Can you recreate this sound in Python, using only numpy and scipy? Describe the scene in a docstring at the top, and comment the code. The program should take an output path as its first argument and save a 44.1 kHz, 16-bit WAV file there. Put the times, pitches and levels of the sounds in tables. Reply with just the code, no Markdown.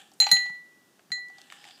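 """A plastic-stemmed stirrer clinks three times against a drinking glass and makes its wall ring. It slides down
the wall with a faint, high fizz, rattles, thuds on the bottom and is drawn out with a light scrape. Each clink
and knock also rings the air in the glass, a short hollow note. The glass stands on a towel, close to the
microphone in a quiet living room."""
import sys
import numpy as np
from scipy import signal
from scipy.fft import rfft, irfft
from scipy.io import wavfile

SR = 44100
rng = np.random.default_rng(int(sys.argv[2]) if len(sys.argv) > 2 else 0)


def digitize_waveform(pressure):
    """Quantize a signal to 16-bit integers and store it at the path in sys.argv[1].

    Rows of a 2-D input are taken as channels; values are limited to [-1, 1].
    """
    field = np.atleast_2d(pressure).T
    bounded = np.clip(field, -1, 1)
    quanta = np.round(bounded * 32767).astype(np.int16)
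    wavfile.write(sys.argv[1], SR, quanta)


N = 79380
T = np.arange(N) / SR


def clinks():
    """The struck wall rings with many tones; the spot hit sets two of them, and a soft touch is duller."""
    # hits: t/s, level/dB, lowest tone boost/dB, overtone boost/dB, treble tilt/(dB per kHz), ring time factor
    hits = [(.2011, -0.5, -13.5, 15.5, -0.06, 0.86), (0.3148, 0.5, 2.5, -5, 0.5, 1.007),
            (1.118, -15, 5, 14, -1, 0.91)]
    # tones of the wall, some in close pairs that waver: f/Hz
    glass_hz = [1963.6, 4103.5, 4108.5, 6789, 7348, 8985, 10168, 10143, 12458, 13579, 14109, 14767]
    # strength of each tone: level/dB
    glass_db = [-18, -9.5, -26.5, -20.5, -43, -35, -35, -36.5, -39.5, -45, -31.5, -49]
    # time each tone takes to fade by 60 dB: t60/s
    glass_t60 = [0.63, .29, 0.23, 0.22, 0.288, 0.17, 0.1275, .12, .1, .11, .075, .1]
    # tone colour of the crack at contact: f/Hz, level/dB
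    crack_colour = [(300, -20), (800, -8), (1500, -9), (2800, -5.5), (4200, -14), (5400, -8), (7000, -7.5),
                    (10000, -10), (11500, -28), (15000, -27.5)]
    overtone_hz, twin_gap_hz, attack_s = 7348, 2.8, .00025
    out, hz = np.zeros(N), np.array(glass_hz)
    for start, db, low_db, overtone_db, tilt_db, length in hits:
        tilt = lambda f: tilt_db * (f - 4000) / 1000
        levels = np.array(glass_db) + tilt(hz) + low_db * (hz < 3000) + overtone_db * (hz == overtone_hz)
        wall = ring(zip(hz, levels, length * np.array(glass_t60)))
        # a weaker twin of opposite sign makes the lowest tone hold before it fades
        wall -= ring([(hz[0] + twin_gap_hz, levels[0] - 14, length * glass_t60[0])])
        wall *= 1 - np.exp(-T / attack_s)
        crack = undb(-22.5) * burst([(f, level + tilt(f)) for f, level in crack_colour], t60=.038)
        clink = highpass(wall + crack, hz=1400) + undb(-32.5) * air(hz=790)
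        out += place(undb(db) * clink, start)
    return out


def knocks():
    """The plastic rattles in dry clicks, each ringing the air in the glass and the stirrer's disc."""
    # knocks: t/s, click level/dB, click centre f/Hz, click t60/s, hollow note level/dB, note f/Hz
    hits = [(.117, -50, 6340, 0.0067, -47.5, 774), (.136, -54, 8200, 0.03, -62, 800),
            (.2215, -30.5, 2500, 0.051, -26, 790), (0.2424, -29, 3100, 0.013, -69, 775),
            (.2668, -28, 2600, 0.046, -16, 820), (.291, -28, 3200, 0.02, -55, 740),
            (.329, -38.5, 870, 0.054, -26.5, 790), (.353, -42.5, 7500, .03, -41, 800),
            (.367, -27.5, 2860, 0.021, -42, 777), (.458, -55, 1500, 0.0075, -40, 802),
            (0.466, -42, 3300, 0.0085, -61.5, 776), (.497, -53, 1030, 0.04, -44, 830),
            (0.9938, -42.5, 1300, 0.015, -55, 700), (1.1045, -43.5, 1500, .01, -49, 750),
            (1.178, -51.5, 980, .02, -47, 790), (1.285, -49, 6520, 0.0059, -62, 695),
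            (1.3, -51, 2200, 0.0063, -46, 766), (1.383, -47, 4180, 0.034, -45, 772),
            (1.4161, -40, 5000, .008, -76, 780), (1.5013, -35, 2520, 0.011, -70, 820),
            (1.523, -29.5, 1780, .012, -46, 820), (1.5246, -44, 7600, .007, -74, 810),
            (1.642, -40, 2240, 0.015, -78, 820), (1.6515, -47.5, 3070, .018, -43, 820),
            (1.687, -47, 3130, .012, -44.5, 760), (1.7085, -44.5, 3450, 0.025, -46.5, 780)]
    # tones of the stirrer's plastic disc: f/Hz, level/dB, t60/s
    disc_tones = [(5860, -11.5, 0.016), (4550, -10, .03)]
    width_octaves = .15
    out, disc, bands = np.zeros(N), ring(disc_tones), np.geomspace(50, SR / 2, 40)
    for start, db, hz, t60, air_db, air_hz in hits:
        octaves = np.log2(bands / hz)
        slope = np.where(octaves < 0, 13, 21)  # dB lost per octave below and above the centre
        peak_shape = -slope * (np.hypot(octaves, width_octaves) - width_octaves)
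        click = undb(db) * burst(np.c_[bands, peak_shape], t60)
        out += place(click + undb(air_db) * (air(air_hz) + disc), start)
    return highpass(out, hz=750)


def air(hz):
    """The air in the glass rings with a hollow note; its pitch depends on where the stirrer is."""
    # tones of the air: multiple of the note, level/dB, t60/s
    tones = [(1.001, -2.5, 0.0561), (1.05, -13.5, 0.039), (1.441, -13.5, 0.035)]
    attack_s = .00068
    return ring([(hz * multiple, db, t60) for multiple, db, t60 in tones]) * (1 - np.exp(-T / attack_s))


def thuds():
    """A soft push on the bottom rocks the glass on its towel."""
    # landings of the stirrer: t/s, level/dB
    landings = [(0.325, -33), (0.498, -48), (1.102, -49.5), (1.123, -54.5)]
    # low tones of the glass on its towel: f/Hz, level/dB, t60/s
    base_tones = [(195.8, -2, .045), (252, -6, .04), (421.6, -10, 0.028)]
    push_s = .005
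    push = T * np.exp(-2 * T / push_s)
    thud = highpass(conv(push, ring(base_tones)), hz=150, order=3)
    thud /= np.abs(thud).max()
    return sum(place(undb(db) * thud, start) for start, db in landings)


def slide():
    """The stirrer scrapes the wall: many tiny slips hiss and ring both stirrer and glass."""
    # strength of the scrape over time: t/s, level/dB
    strength = [(0, -49), (0.038, -59.5), (0.192, -81.5), (.215, -53), (.3, -55), (.38, -58.5), (.48, -63),
                (.6, -80.5), (1.269, -78), (1.401, -60), (1.491, -62.5), (1.535, -54), (1.6, -58.5),
                (1.691, -53.5), (1.75, -66), (1.8, -57.5)]
    # tone colour of the hiss: f/Hz, level/dB
    hiss_colour = [(290, -46.5), (500, -28.5), (552, -15), (788, -2.5), (935, -11.5), (1350, -11.5),
                   (1750, -2.5), (2130, -14), (3050, -2), (3670, -5), (4870, -22.5), (6030, -19),
                   (7790, -10.5), (9510, -21.5), (15000, -35.5)]
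    # tones of the rubbed stirrer and glass: f/Hz, level/dB, t60/s
    tones = [(820, 1.5, 0.24), (1848, -2.5, 0.08), (2950, -7.5, 0.028), (3610, -8.5, 0.11),
             (4700, -8, 0.033), (7600, -10.5, 0.02)]
    slips_per_s = 7100
    slips = (rng.random(N) < slips_per_s / SR) * grains()
    times, db = np.array(strength).T
    force = undb(np.interp(T, times, db))
    body = ring(tones)
    ringing = undb(-8.5) * conv(force * unit(slips), body / np.linalg.norm(body))
    return highpass(force * colour(slips, hiss_colour) + ringing, hz=650)


def swishes():
    """The stirrer's rim rubs the wall on its way up: brief swells of thin, high hiss."""
    # swells: middle t/s, half length/s, level/dB, centre f/Hz
    swells = [(1.626, 0.086, -61.5, 4950), (1.745, 0.033, -57.5, 4850)]
    half_width_hz = 280
    out, f = np.zeros(N), np.fft.rfftfreq(N, 1 / SR)
    for middle, half_length, db, hz in swells:
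        band = 1 / (1 + ((f - hz) / half_width_hz) ** 2)
        rub = unit(irfft(rfft(rng.standard_normal(N)) * band, N))
        out += undb(db) * rub * np.exp(-((T - middle) / half_length) ** 2)
    return out


def fizz():
    """A faint, high fizz rises as the stirrer slides along the glass."""
    # tone colour of the fizz: f/Hz, level/dB
    fizz_colour = [(3000, -23), (6000, -1.5), (9500, 0), (11500, -10), (13500, 0.5), (15000, -11)]
    middle_s, half_length_s = .29, .075
    swell = np.exp(-((T - middle_s) / half_length_s) ** 2)
    return undb(-53) * colour(grains(), fizz_colour) * swell


def room(x, echo_db):
    """A furnished room adds a short wash of echoes."""
    split_hz, low_t60, treble_t60, delay_s = 8100, .38, .42, .006
    noise = rng.standard_normal(N)
    low = signal.sosfilt(signal.butter(1, split_hz, fs=SR, output="sos"), noise)
    tail = place(low * fade(low_t60) + (noise - low) * fade(treble_t60), delay_s)
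    return x + undb(echo_db) * conv(x, tail / np.linalg.norm(tail))


def background():
    """A faint, steady, low rush fills the room."""
    # tone colour of the rush: f/Hz, level/dB
    rush_colour = [(30, -13), (60, -13), (170, -0.5), (320, 2), (500, -5.5), (870, -8.5), (1400, -9.5),
                   (2200, -14), (6000, -14.5), (15000, -21.5)]
    return undb(-64) * colour(rng.standard_normal(N), rush_colour)


def undb(db):
    """Turn decibels into a volume factor."""
    return 10 ** (np.asarray(db) / 20)


def unit(x):
    """Scale a sound to an average strength (rms) of 1."""
    return x / np.sqrt(np.mean(x ** 2))


def conv(x, response):
    """Pass a sound through a body or room, given its response to one tap."""
    return signal.fftconvolve(x, response)[:N]


def place(x, start):
    """Delay a sound to its start time in seconds."""
    return np.concatenate([np.zeros(max(int(round(start * SR)), 0)), x])[:N]


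def colour(x, points):
    """Shape a sound's bass and treble by (f/Hz, level/dB) points, then scale it to strength 1."""
    hz, db = np.array(points).T
    f = np.maximum(np.fft.rfftfreq(N, 1 / SR), 1)
    gain = undb(np.interp(np.log(f), np.log(hz), db))
    return unit(irfft(rfft(x) * gain, N))


def fade(t60):
    """Die away by 60 dB every t60 seconds."""
    return np.exp(-np.log(1000) * T / t60)


def ring(tones):
    """A struck body rings as a sum of fading pure tones."""
    return sum(undb(db) * fade(t60) * np.sin(2 * np.pi * hz * T) for hz, db, t60 in tones)


def burst(points, t60):
    """A contact makes a short, noisy crack."""
    return colour(rng.standard_normal(N), points) * fade(t60)


def grains(spread_db=3):
    """Rough noise in which a few grains stand out."""
    return rng.standard_normal(N) * undb(spread_db * np.minimum(rng.exponential(size=N), 4))


def highpass(x, hz, order=2):
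    """Turn down everything below hz."""
    return signal.sosfilt(signal.butter(order, hz, "high", fs=SR, output="sos"), x)


def scene():
    """Glass and stirrer sound in the room, over the quiet background."""
    rush = background()
    glass = room(clinks() + thuds(), echo_db=-18.5)
    stirrer = room(knocks() + slide() + swishes() + fizz(), echo_db=-8.5)
    return (glass + stirrer + rush)[None]


def record(dry):
    """The microphone thins the bass and cuts the highest treble."""
    top_hz = 15300
    treble_cut = signal.ellip(8, .2, 70, top_hz, fs=SR, output="sos")
    return signal.sosfilt(treble_cut, highpass(dry, hz=110, order=3))


dry = scene()
out = record(dry)
digitize_waveform(out)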